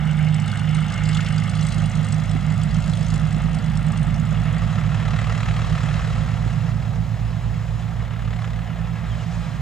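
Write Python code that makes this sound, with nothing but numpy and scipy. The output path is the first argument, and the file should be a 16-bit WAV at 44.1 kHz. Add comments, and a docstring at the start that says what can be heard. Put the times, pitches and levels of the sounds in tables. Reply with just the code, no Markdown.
"""A twin piston aircraft taxis past some way off and turns its tail to the listener.
Its two six-cylinder engines drift apart in speed, so their exhaust drones beat over a low rumble.
Geared three-blade propellers chop the air into wash, rasp and hiss; the near engine ticks while it is
side-on. Thumps, slaps, a crackle and faint whistles dot the pass. Sheds and fences add a short tail,
a little wind touches the microphone, and the airfield roars dully behind it all."""
import sys
import numpy as np
from scipy import signal
from scipy.fft import rfft, irfft, next_fast_len
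from scipy.io import wavfile
from scipy.ndimage import uniform_filter1d, map_coordinates

SR = 44100
rng = np.random.default_rng(int(sys.argv[2]) if len(sys.argv) > 2 else 0)


def dump_mix(stems):
    """Bounce the given channels to the path in sys.argv[1] as a 16-bit WAV at rate SR."""
    frames = np.atleast_2d(stems).T  # one column per channel
    limited = np.clip(frames, -1, 1)  # hard clip at full scale
    pcm = np.round(limited * 32767).astype(np.int16)
    wavfile.write(sys.argv[1], SR, pcm)


N = 423801

# share of the noise that comes from the near engine's open flank: t/s, share/0-1
FLANK_SHARE = [(0, 0.9), (.8, 0.86), (1.4, 0.96), (2.2, 0.24), (3.6, 0.21), (4.6, 0), (9.6, 0)]
# spectrum of the tip hiss and the hiss under the ticks: f/Hz, relative level/dB
HISS_COLOUR = [(2500, -25), (3600, -2.5), (4100, 1.5), (4550, -5), (5100, 1), (5450, -7.5), (5800, -2),
               (6250, -6.5), (6800, -2.5), (8400, -10.5), (9500, -15.5), (11000, -29), (15000, -51)]


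def exhaust(turns, firing, uneven, firing_db, uneven_db, hard_turn, spread, shake, waver_db):
    """Three firings a turn make the drone; one harder cylinder adds a chug every second turn."""
    angle = 2 * np.pi * turns + shake * wobble(22)
    drone = np.zeros(N)
    for k, level in enumerate(curves(firing), 1):
        stretch = -1.7 * (k - 1) * (k - 2.8)  # the pipe spreads each pulse into a short ring
        drone += amp(level + firing_db + waver_db * wobble(14)) * np.cos(3 * k * angle + stretch)
    behind = np.clip((clock() - 4.2) / 1.25, 0, 1)  # the tail swings round
    receding_db = -4.5 * np.clip((clock() - 6.6) / 0.9, 0, 1)
    for order, side_db, rear_db in uneven:
        level = side_db + behind * (rear_db - side_db) + uneven_db + receding_db + 2.25 * wobble(6)
        smear = 0.352 * (order - 8.5) ** 2 + spread * rng.standard_normal()  # the pipe smears the chug
        drone += amp(level) * np.cos(order * (angle - 2 * np.pi * hard_turn) + smear)
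    return np.sqrt(2) * drone


def engines(right_turns, left_turns):
    """Two exhausts at slightly different speeds beat against each other."""
    # exhaust tones as the pipes turn: t/s, relative level/dB at 1, 2 and 3 times the firing rate
    right_firing = [(0.0, -41, -31.5, -30.5), (1.2, -38.5, -28, -23), (2.4, -33, -27, -28.5),
                    (3.6, -30, -31, -25.5), (4.8, -29.5, -26, -30.5), (6.0, -31, -26, -41),
                    (7.2, -32.5, -27, -44.5), (8.4, -33.5, -28.5, -48), (9.6, -35.5, -32, -34.5)]
    left_firing = [(0.0, -37, -35.5, -20), (1.2, -40.5, -44, -30.5), (2.4, -39, -34.5, -26),
                   (3.6, -39.7, -43, -26.5), (4.8, -38, -30, -28), (6.0, -39, -38, -29),
                   (7.2, -36.5, -32, -36), (8.4, -37, -40.5, -40), (9.6, -35, -38.8, -35.5)]
    # tones of unequal cylinders: multiple of crank speed, relative level/dB side-on and from behind
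    right_uneven = [(4, -49, -43.5), (4.5, -51, -39.5), (6.5, -69, -41), (7, -37.5, -42.5),
                    (7.5, -33.5, -33.5), (8, -45, -47.5), (8.5, -53, -46.5), (10, -40, -46),
                    (10.5, -40, -48.5), (11, -39.5, -54.5), (11.5, -49, -53.5), (12, -41, -52),
                    (12.5, -42, -50), (14, -47.5, -64.5)]
    left_uneven = [(4, -42, -40), (4.5, -42.5, -55), (6.5, -67, -49), (8, -42, -42), (8.5, -42.5, -50),
                   (9.5, -45, -31.5), (10.5, -38, -44.5), (11, -42, -49.5), (12, -46, -44),
                   (12.5, -45.5, -45.5)]
    right = exhaust(right_turns, right_firing, right_uneven, firing_db=0.2, uneven_db=-1.54,
                    hard_turn=0.96, spread=0.79, shake=0.01, waver_db=1.08)
    left = exhaust(left_turns, left_firing, left_uneven, firing_db=0.44, uneven_db=-1.0,
                   hard_turn=0.6, spread=1.64, shake=0.015, waver_db=1.24)
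    return right + left


def rumble():
    """No two firings are alike: a low flutter fills the gaps between the tones."""
    # irregular part of the combustion: t/s, level/dB
    loudness = [(0, -36.3), (3, -33.5), (6.2, -32.5), (8.3, -36.5), (9.6, -36)]
    # its spectrum: f/Hz, relative level/dB
    colour = [(12, -24), (30, -11), (48, -7), (72, -4), (90, -5), (105, -9.5), (150, 2.5), (170, -6.5),
              (190, -15), (210, -11.5), (250, -17), (300, -25), (400, -30.5), (700, -59.5)]
    return amp(curves(loudness)[0]) * noise(colour)


def propellers(right_turns, left_turns):
    """Slipstream, blade rasp and tip hiss follow one loudness and are chopped by the passing blades."""
    # propeller loudness as the aircraft turns: t/s, relative level/dB
    loudness = [(0.05, -38), (0.87, -36), (1.16, -35), (1.95, -39), (4.15, -40), (5.26, -35), (6.0, -36.5),
                (7.01, -44.5), (7.96, -44), (8.14, -42.5), (9.55, -42)]
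    level_db, = curves(loudness)
    lift_db = level_db - level_db.mean()
    # each chops hardest as its disc swings past; the right one then slips behind the fuselage
    right_depth = 0.29 * np.minimum(until(7.9), 1) + swell(5.32, 0.6, 0.51)
    left_depth = 0.089 + swell(8.38, 0.36, 0.63)
    chop = right_depth * blade_beat(right_turns) + left_depth * blade_beat(left_turns)
    flutter = wobble(30)
    wash = slipstream(lift_db) * amp(0.8 * flutter) * (1 + 0.27 * chop)
    rasp = blade_rasp(level_db) * amp(0.64 * flutter) * (1 + 0.38 * chop)
    hiss = tip_hiss(lift_db) * amp(0.6 * flutter) * (1 + 0.32 * chop)
    return wash + rasp + hiss


def blade_beat(turns, scatter_db=1.5):
    """Three blades geared two to three pass twice a crank turn; the pulsing has mean 0."""
    times = passes(2 * turns - 0.27)
    pulses = bursts(times, amp(scatter_db * rng.standard_normal(len(times))), rise=0.003, decay=0.004)
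    return pulses / pulses.mean() - 1


def slipstream(lift_db, lag_s=0.2):
    """A midrange wash of air sweeps past a little after the blade rasp."""
    # wash side-on and from behind: f/Hz, relative level/dB
    side_colour = [(200, -20), (300, -1.5), (400, -8), (500, -1.5), (640, -5), (760, -1.5), (835, 3.5),
                   (900, -4.5), (1020, -3.5), (1200, -7), (1800, -36)]
    rear_colour = [(200, -27), (300, -14), (380, -10.5), (480, -1.5), (600, -3), (710, 1.5), (830, -2.5),
                   (950, -4.5), (1150, -9.5), (1800, -39)]
    late_lift_db = np.interp(clock() - lag_s, clock(), lift_db)
    level_db = -42.5 + 0.5 * late_lift_db - 1.5 * curves(FLANK_SHARE)[0]
    return amp(level_db) * turning(noise(side_colour), noise(rear_colour))


def blade_rasp(level_db):
    """The blades tear the air into a rasp, grainier from the side."""
    # rasp side-on and from behind: f/Hz, relative level/dB
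    side_colour = [(600, -35), (1050, -11), (1200, 1.5), (1400, -2), (1620, -3), (1820, 0.5), (1980, -5),
                   (2140, 1), (2420, -8.5), (2850, -2.5), (3300, -7.5), (4200, -23), (7000, -45.5)]
    rear_colour = [(600, -28), (1000, -2), (1220, 3.5), (1380, 2.5), (1480, -5), (1620, 2), (2100, -1.5),
                   (2380, -5), (2650, -4), (3400, -8), (4200, -17), (7000, -51)]
    rasp = turning(eddies(side_colour, patchy_db=3.0), eddies(rear_colour, patchy_db=1.02))
    return amp(level_db - 0.9) * rasp


def tip_hiss(lift_db, astern_s=5.43, turn_s=0.97):
    """The blade tips hiss most when they face the listener and dull as the far side comes round."""
    # flares of hiss: t/s, half length/s, boost/dB
    flares = [(4.7, .1, 4), (8.432, 0.15, 3), (9.352, 0.28, 5)]
    level_db = -51 + 0.88 * lift_db + sum(swell(*flare) for flare in flares)
    abeam_db = -6 * np.minimum(until(astern_s) / turn_s, 1)
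    far_side_db = np.maximum(-12 * since(7.77), -3.5)
    return amp(level_db + abeam_db + far_side_db) * eddies(HISS_COLOUR, patchy_db=1.2)


def ticking(turns):
    """A sharp spit at each firing of the near engine over a hiss, hidden as the aircraft turns away."""
    # the sharpest ticks: t/s, relative peak/dB
    accents = [(0.3994, -32.5), (0.5161, -28.5), (0.573, -33), (1.0898, -25), (1.1302, -31),
               (1.1475, -24.5), (1.207, -33), (1.437, -30.5), (1.552, -29), (1.627, -26.5), (1.722, -25.5),
               (2.0456, -28), (2.7442, -29), (2.897, -32), (3.029, -32), (3.103, -29), (3.5455, -33),
               (3.9738, -33.5), (4.0296, -33)]
    # spells of harder ticking: t/s, half length/s, boost/dB
    surges = [(1.142, 0.11, 4), (1.67, 0.081, 4.5), (3.0, .2, 5.5)]
    # tick spectrum: f/Hz, relative level/dB
    colour = [(1500, -24), (3000, 3.5), (4500, 0.5), (6000, -1.5), (7300, 0), (8400, 1), (9300, -6),
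              (10200, -18), (11500, -31), (14000, -47)]
    times = passes(3 * turns + 0.17)
    cylinder_db = np.resize([4.5, -3.5, 5.0, 0.5, 1.0, 5.5], len(times))
    sizes = amp(cylinder_db + 2.6 * rng.standard_normal(len(times)))
    spits = unit(bursts(times, sizes, rise=0.0034, decay=0.0034))
    # swells as the engine comes abeam, holds, wanes, then is hidden; slopes in dB/s
    level_db = -47.5 - 15 * until(0.57) - 2.5 * since(1.75) - 22 * since(4.47)
    level_db += sum(swell(*surge) for surge in surges)
    sharp = hits(accents, gain_db=-7, rise=0.0011, decay=0.0054)
    hiss = amp(level_db - 6 - 9 * until(1.5)) * eddies(HISS_COLOUR, patchy_db=3.0)
    return np.maximum(amp(level_db) * spits, sharp) * eddies(colour, patchy_db=4.5) + hiss


def blade_slaps():
    """Now and then a blade slaps the air with a dry crack."""
    # the hardest slaps: t/s, relative peak/dB
    slaps = [(4.779, -30), (5.432, -19), (5.4878, -18.5), (5.911, -23), (8.163, -33), (8.33, -26.5),
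             (8.3883, -26), (8.444, -22.5)]
    colour = [(400, -26), (800, -3), (1300, 2), (2400, 1), (3500, -5.5), (5000, -22), (9000, -36)]
    return hits(slaps, gain_db=-8.5, rise=0.00031, decay=0.0027) * noise(colour)


def crackle():
    """The near engine gives one brief, bright crackle."""
    # its pops: t/s, relative peak/dB
    pops = [(1.1314, -32), (1.17, -18.5), (1.2052, -24), (1.2625, -20.5)]
    colour = [(1200, -21.5), (2300, -5.5), (3100, 0), (4200, -10), (6000, -16), (9000, -30)]
    return hits(pops, gain_db=-10, rise=0.001, decay=0.0072) * noise(colour)


def thumps():
    """Now and then a cylinder fires hard: one low push of gas."""
    # hard firings: t/s, relative peak/dB
    firings = [(1.094, -36.5), (1.781, -38), (2.353, -30.5), (3.122, -38.5), (3.142, -41), (3.365, -36.5),
               (3.811, -35), (4.084, -36), (5.834, -38), (6.465, -33)]
    colour = [(60, -19), (130, -3), (220, 0), (300, -4), (400, -13.5), (600, -40)]
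    return hits(firings, gain_db=2.5, rise=0.0034, decay=0.0068) * noise(colour)


def whistles():
    """Thin, slightly rough whistles slide down in pitch."""
    # falling whistles: t/s, length/s, start f/Hz, end f/Hz, level/dB
    glides = [(8.63, 0.13, 3300, 2650, -53), (9.09, 0.067, 3500, 2900, -48), (9.17, .08, 3250, 2600, -55)]
    out = np.zeros(N)
    for start, length, start_hz, end_hz, level_db in glides:
        progress = np.clip((clock() - start) / length, 0, 1)
        pitch_hz = start_hz + (end_hz - start_hz) * progress + 45 * wobble(200)
        tone = np.sqrt(2) * np.sin(2 * np.pi * np.cumsum(pitch_hz) / SR)
        out += amp(level_db) * np.sin(np.pi * progress) * tone
    return out


def reflected(x):
    """A close reflection combs the noise; the comb slides as the aircraft moves."""
    # reflection just behind the direct sound: t/s, delay/ms, strength/0-1
    echo = [(0, 1.385, 0.33), (1.2, 1.427, 0.3), (1.7, 1.48, 0.33), (3, 1.48, 0.23), (4.2, 1.45, 0.18),
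            (5.2, 1.536, 0.15), (8.3, 1.455, 0.01)]
    delay_ms, strength = curves(echo)
    delayed = map_coordinates(x, [np.arange(N) - delay_ms * SR / 1000], order=3)
    return (x + strength * delayed) / np.sqrt(1 + strength ** 2)


def apron(x, t60):
    """Sheds and fences scatter a faint, ever-changing tail that differs at each ear."""
    size = 512
    power = abs(signal.stft(x, nperseg=size)[2]) ** 2
    keep = amp(-60 * size / SR / t60)  # power left after each half-frame step
    tail = np.sqrt(signal.lfilter([1 - keep], [1, -keep], power))
    phases = np.exp(2j * np.pi * rng.random((2, *tail.shape)))
    return signal.istft(tail * phases, nperseg=size)[1][:, :N]


def microphones(x):
    """The stereo image: two capsules differ in level and phase from band to band."""
    # balance: f/Hz, left minus right/dB
    tilt = [(60, -6), (99, -8), (160, -10), (270, -6.5), (450, -5.5), (740, -5), (1220, -2), (2010, 0.5),
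            (3330, 1.0), (5500, 2.5), (9080, -1.5), (15000, 3)]
    # phase between the capsules: f/Hz, left lead/rad
    lead = [(50, -1.1), (110, -0.4), (170, -0.31), (270, -1.8), (380, -1.5), (600, 0.035), (1030, 0.67),
            (2240, 0.35), (3270, 0.39), (5340, 0.94), (9000, 0), (15000, 0)]

    def response(hz):
        half = amp(along(tilt, hz) / 2) * np.exp(0.5j * along(lead, hz))
        pair = np.array([half, 1 / half])
        return pair / np.maximum(abs(pair.mean(axis=0)), 0.5)
    return filtered(x, response)


def wind():
    """Short low puffs buffet the microphone, mostly on the left."""
    # puffs: t/s, half length/s, level/dB
    puffs = [(5.598, 0.13, -26), (6.065, 0.12, -27.5), (7.598, .12, -37)]
    push = sum(swell(s, half_length, amp(db)) for s, half_length, db in puffs)
    colour = [(12, -5), (35, 1), (95, 0), (160, -18), (400, -30.5), (1500, -78)]
    return push * np.array([noise(colour), amp(-17) * noise(colour)])


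def background():
    """The dull, diffuse roar of the airfield and a faint even hiss."""
    # spectra of roar and hiss: f/Hz, relative level/dB
    roar_colour = [(30, -6), (120, 1), (260, 0), (380, -5), (700, -12.5), (2000, -30.5)]
    floor_colour = [(100, 1), (4000, 0), (10000, -1.5), (16000, -1.5)]
    roar = amp(-51.5) * np.array([noise(roar_colour), noise(roar_colour)])
    mid = noise(floor_colour)
    side = 0.37 * np.array([[1], [-1]]) * noise(floor_colour)
    return roar + amp(-64.5) * (mid + side)


def turning(side_on, rear):
    """Cross-fade two noises at equal power as the aircraft turns away."""
    share, = curves(FLANK_SHARE)
    return np.sqrt(share) * side_on + np.sqrt(1 - share) * rear


def noise(colour):
    """Noise of rms 1, coloured by rows of f/Hz, relative level/dB."""
    return unit(filtered(rng.standard_normal(N), lambda hz: shade(colour, hz)))


def eddies(colour, patchy_db):
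    """Coloured noise of rms 1 whose spectrum changes from moment to moment."""
    spectrum = signal.stft(rng.standard_normal(N), nperseg=256)[2]
    patches = uniform_filter1d(rng.standard_normal(spectrum.shape), size=5, axis=0)
    patches = uniform_filter1d(patches, size=5, axis=1)
    patchy = signal.istft(spectrum * amp(patchy_db * unit(patches)), nperseg=256)[1][:N]
    return unit(filtered(patchy, lambda hz: shade(colour, hz)))


def shade(colour, hz):
    """The gain of a spectrum, falling 20 dB an octave above its last point."""
    octaves_above = np.log2(np.maximum(hz / colour[-1][0], 1))
    return amp(along(colour, hz) - 20 * octaves_above)


def along(points, hz):
    """Rows of f/Hz, value read on a log frequency axis."""
    freqs, values = np.transpose(points)
    return np.interp(np.log(hz + 1), np.log(freqs + 1), values)


def filtered(x, response):
    """Filter x by a complex response of frequency."""
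    size = next_fast_len(N + 8192)
    return irfft(rfft(x, size) * response(np.fft.rfftfreq(size, 1 / SR)), size)[..., :N]


def passes(cycles):
    """The times at which a count of cycles passes whole numbers."""
    return np.interp(np.arange(np.ceil(cycles[0]), cycles[-1]), cycles, clock())


def bursts(times, sizes, rise, decay):
    """An envelope with one quick attack and decay at each time, all in seconds."""
    t = np.arange(SR // 16) / SR
    shape = (1 - np.exp(-t / rise)) * np.exp(-t / decay)
    onsets = np.clip(np.round(times * SR), 0, N).astype(int)
    return signal.fftconvolve(np.bincount(onsets, sizes, N + 1), shape / shape.max())[:N]


def hits(table, gain_db, rise, decay):
    """A burst envelope from rows of t/s, relative peak/dB."""
    times, peak_db = np.transpose(table)
    return bursts(times - rise, amp(peak_db + gain_db), rise, decay)


def wobble(rate):
    """A smooth random curve, rate knots a second."""
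    knots = rng.standard_normal(2048)
    coarse = np.arange(0, N + 64, 64)
    return np.interp(np.arange(N), coarse, map_coordinates(knots, [coarse * rate / SR], mode="wrap"))


def curves(rows):
    """One value per sample for each column after the time."""
    times, *columns = np.transpose(rows)
    return [np.interp(clock(), times, column) for column in columns]


def swell(s, half_length, size):
    """A smooth rise and fall around time s."""
    return size * np.exp(-((clock() - s) / half_length) ** 2)


def since(s):
    """Seconds elapsed after time s, 0 before it."""
    return np.maximum(clock() - s, 0)


def until(s):
    """Seconds left before time s, 0 after it."""
    return np.maximum(s - clock(), 0)


def clock():
    """The time of every sample."""
    return np.arange(N) / SR


def amp(db):
    """Decibels to gain."""
    return 10 ** (np.asarray(db) / 20)


def unit(x):
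    """Scale to rms 1."""
    return x / np.sqrt(np.mean(x ** 2) + 1e-20)


def scene():
    """Both engines and their propellers, the apron, wind and background."""
    # crankshaft speeds: t/s, right engine/rpm, left engine/rpm
    crank_speeds = [(0.0, 1031.4, 1022.7), (0.7, 1040.1, 1025.0), (1.8, 1049.0, 1015.3),
                    (2.6, 1062.6, 1016.1), (3.2, 1072.9, 1010.7), (4.0, 1080.5, 1019.1),
                    (4.9, 1108.7, 1015.9), (5.6, 1120.9, 1026.9), (6.5, 1116.4, 1046.2),
                    (7.3, 1131.3, 1045.4), (8.2, 1127.5, 1058.3), (8.8, 1135.2, 1062.4),
                    (9.6, 1140.9, 1064.2)]
    right_rpm, left_rpm = curves(crank_speeds)
    right_turns = np.cumsum(right_rpm) / (60 * SR) + 0.05
    left_turns = np.cumsum(left_rpm) / (60 * SR) - 0.02
    drone = engines(right_turns, left_turns)
    rush = propellers(right_turns, left_turns) + ticking(right_turns) + blade_slaps() + crackle()
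    rush = reflected(rush)
    direct = microphones(drone + rumble() + thumps() + rush + whistles())
    low_scatter = amp(-8) * np.array([rumble(), rumble()])
    return direct + low_scatter + amp(-6.5) * apron(rush, t60=0.12) + wind() + background()


def record(dry):
    """A brick-wall low-pass takes off the very top."""
    return filtered(dry, lambda hz: hz < 15700)


dry = scene()
out = record(dry)
dump_mix(out)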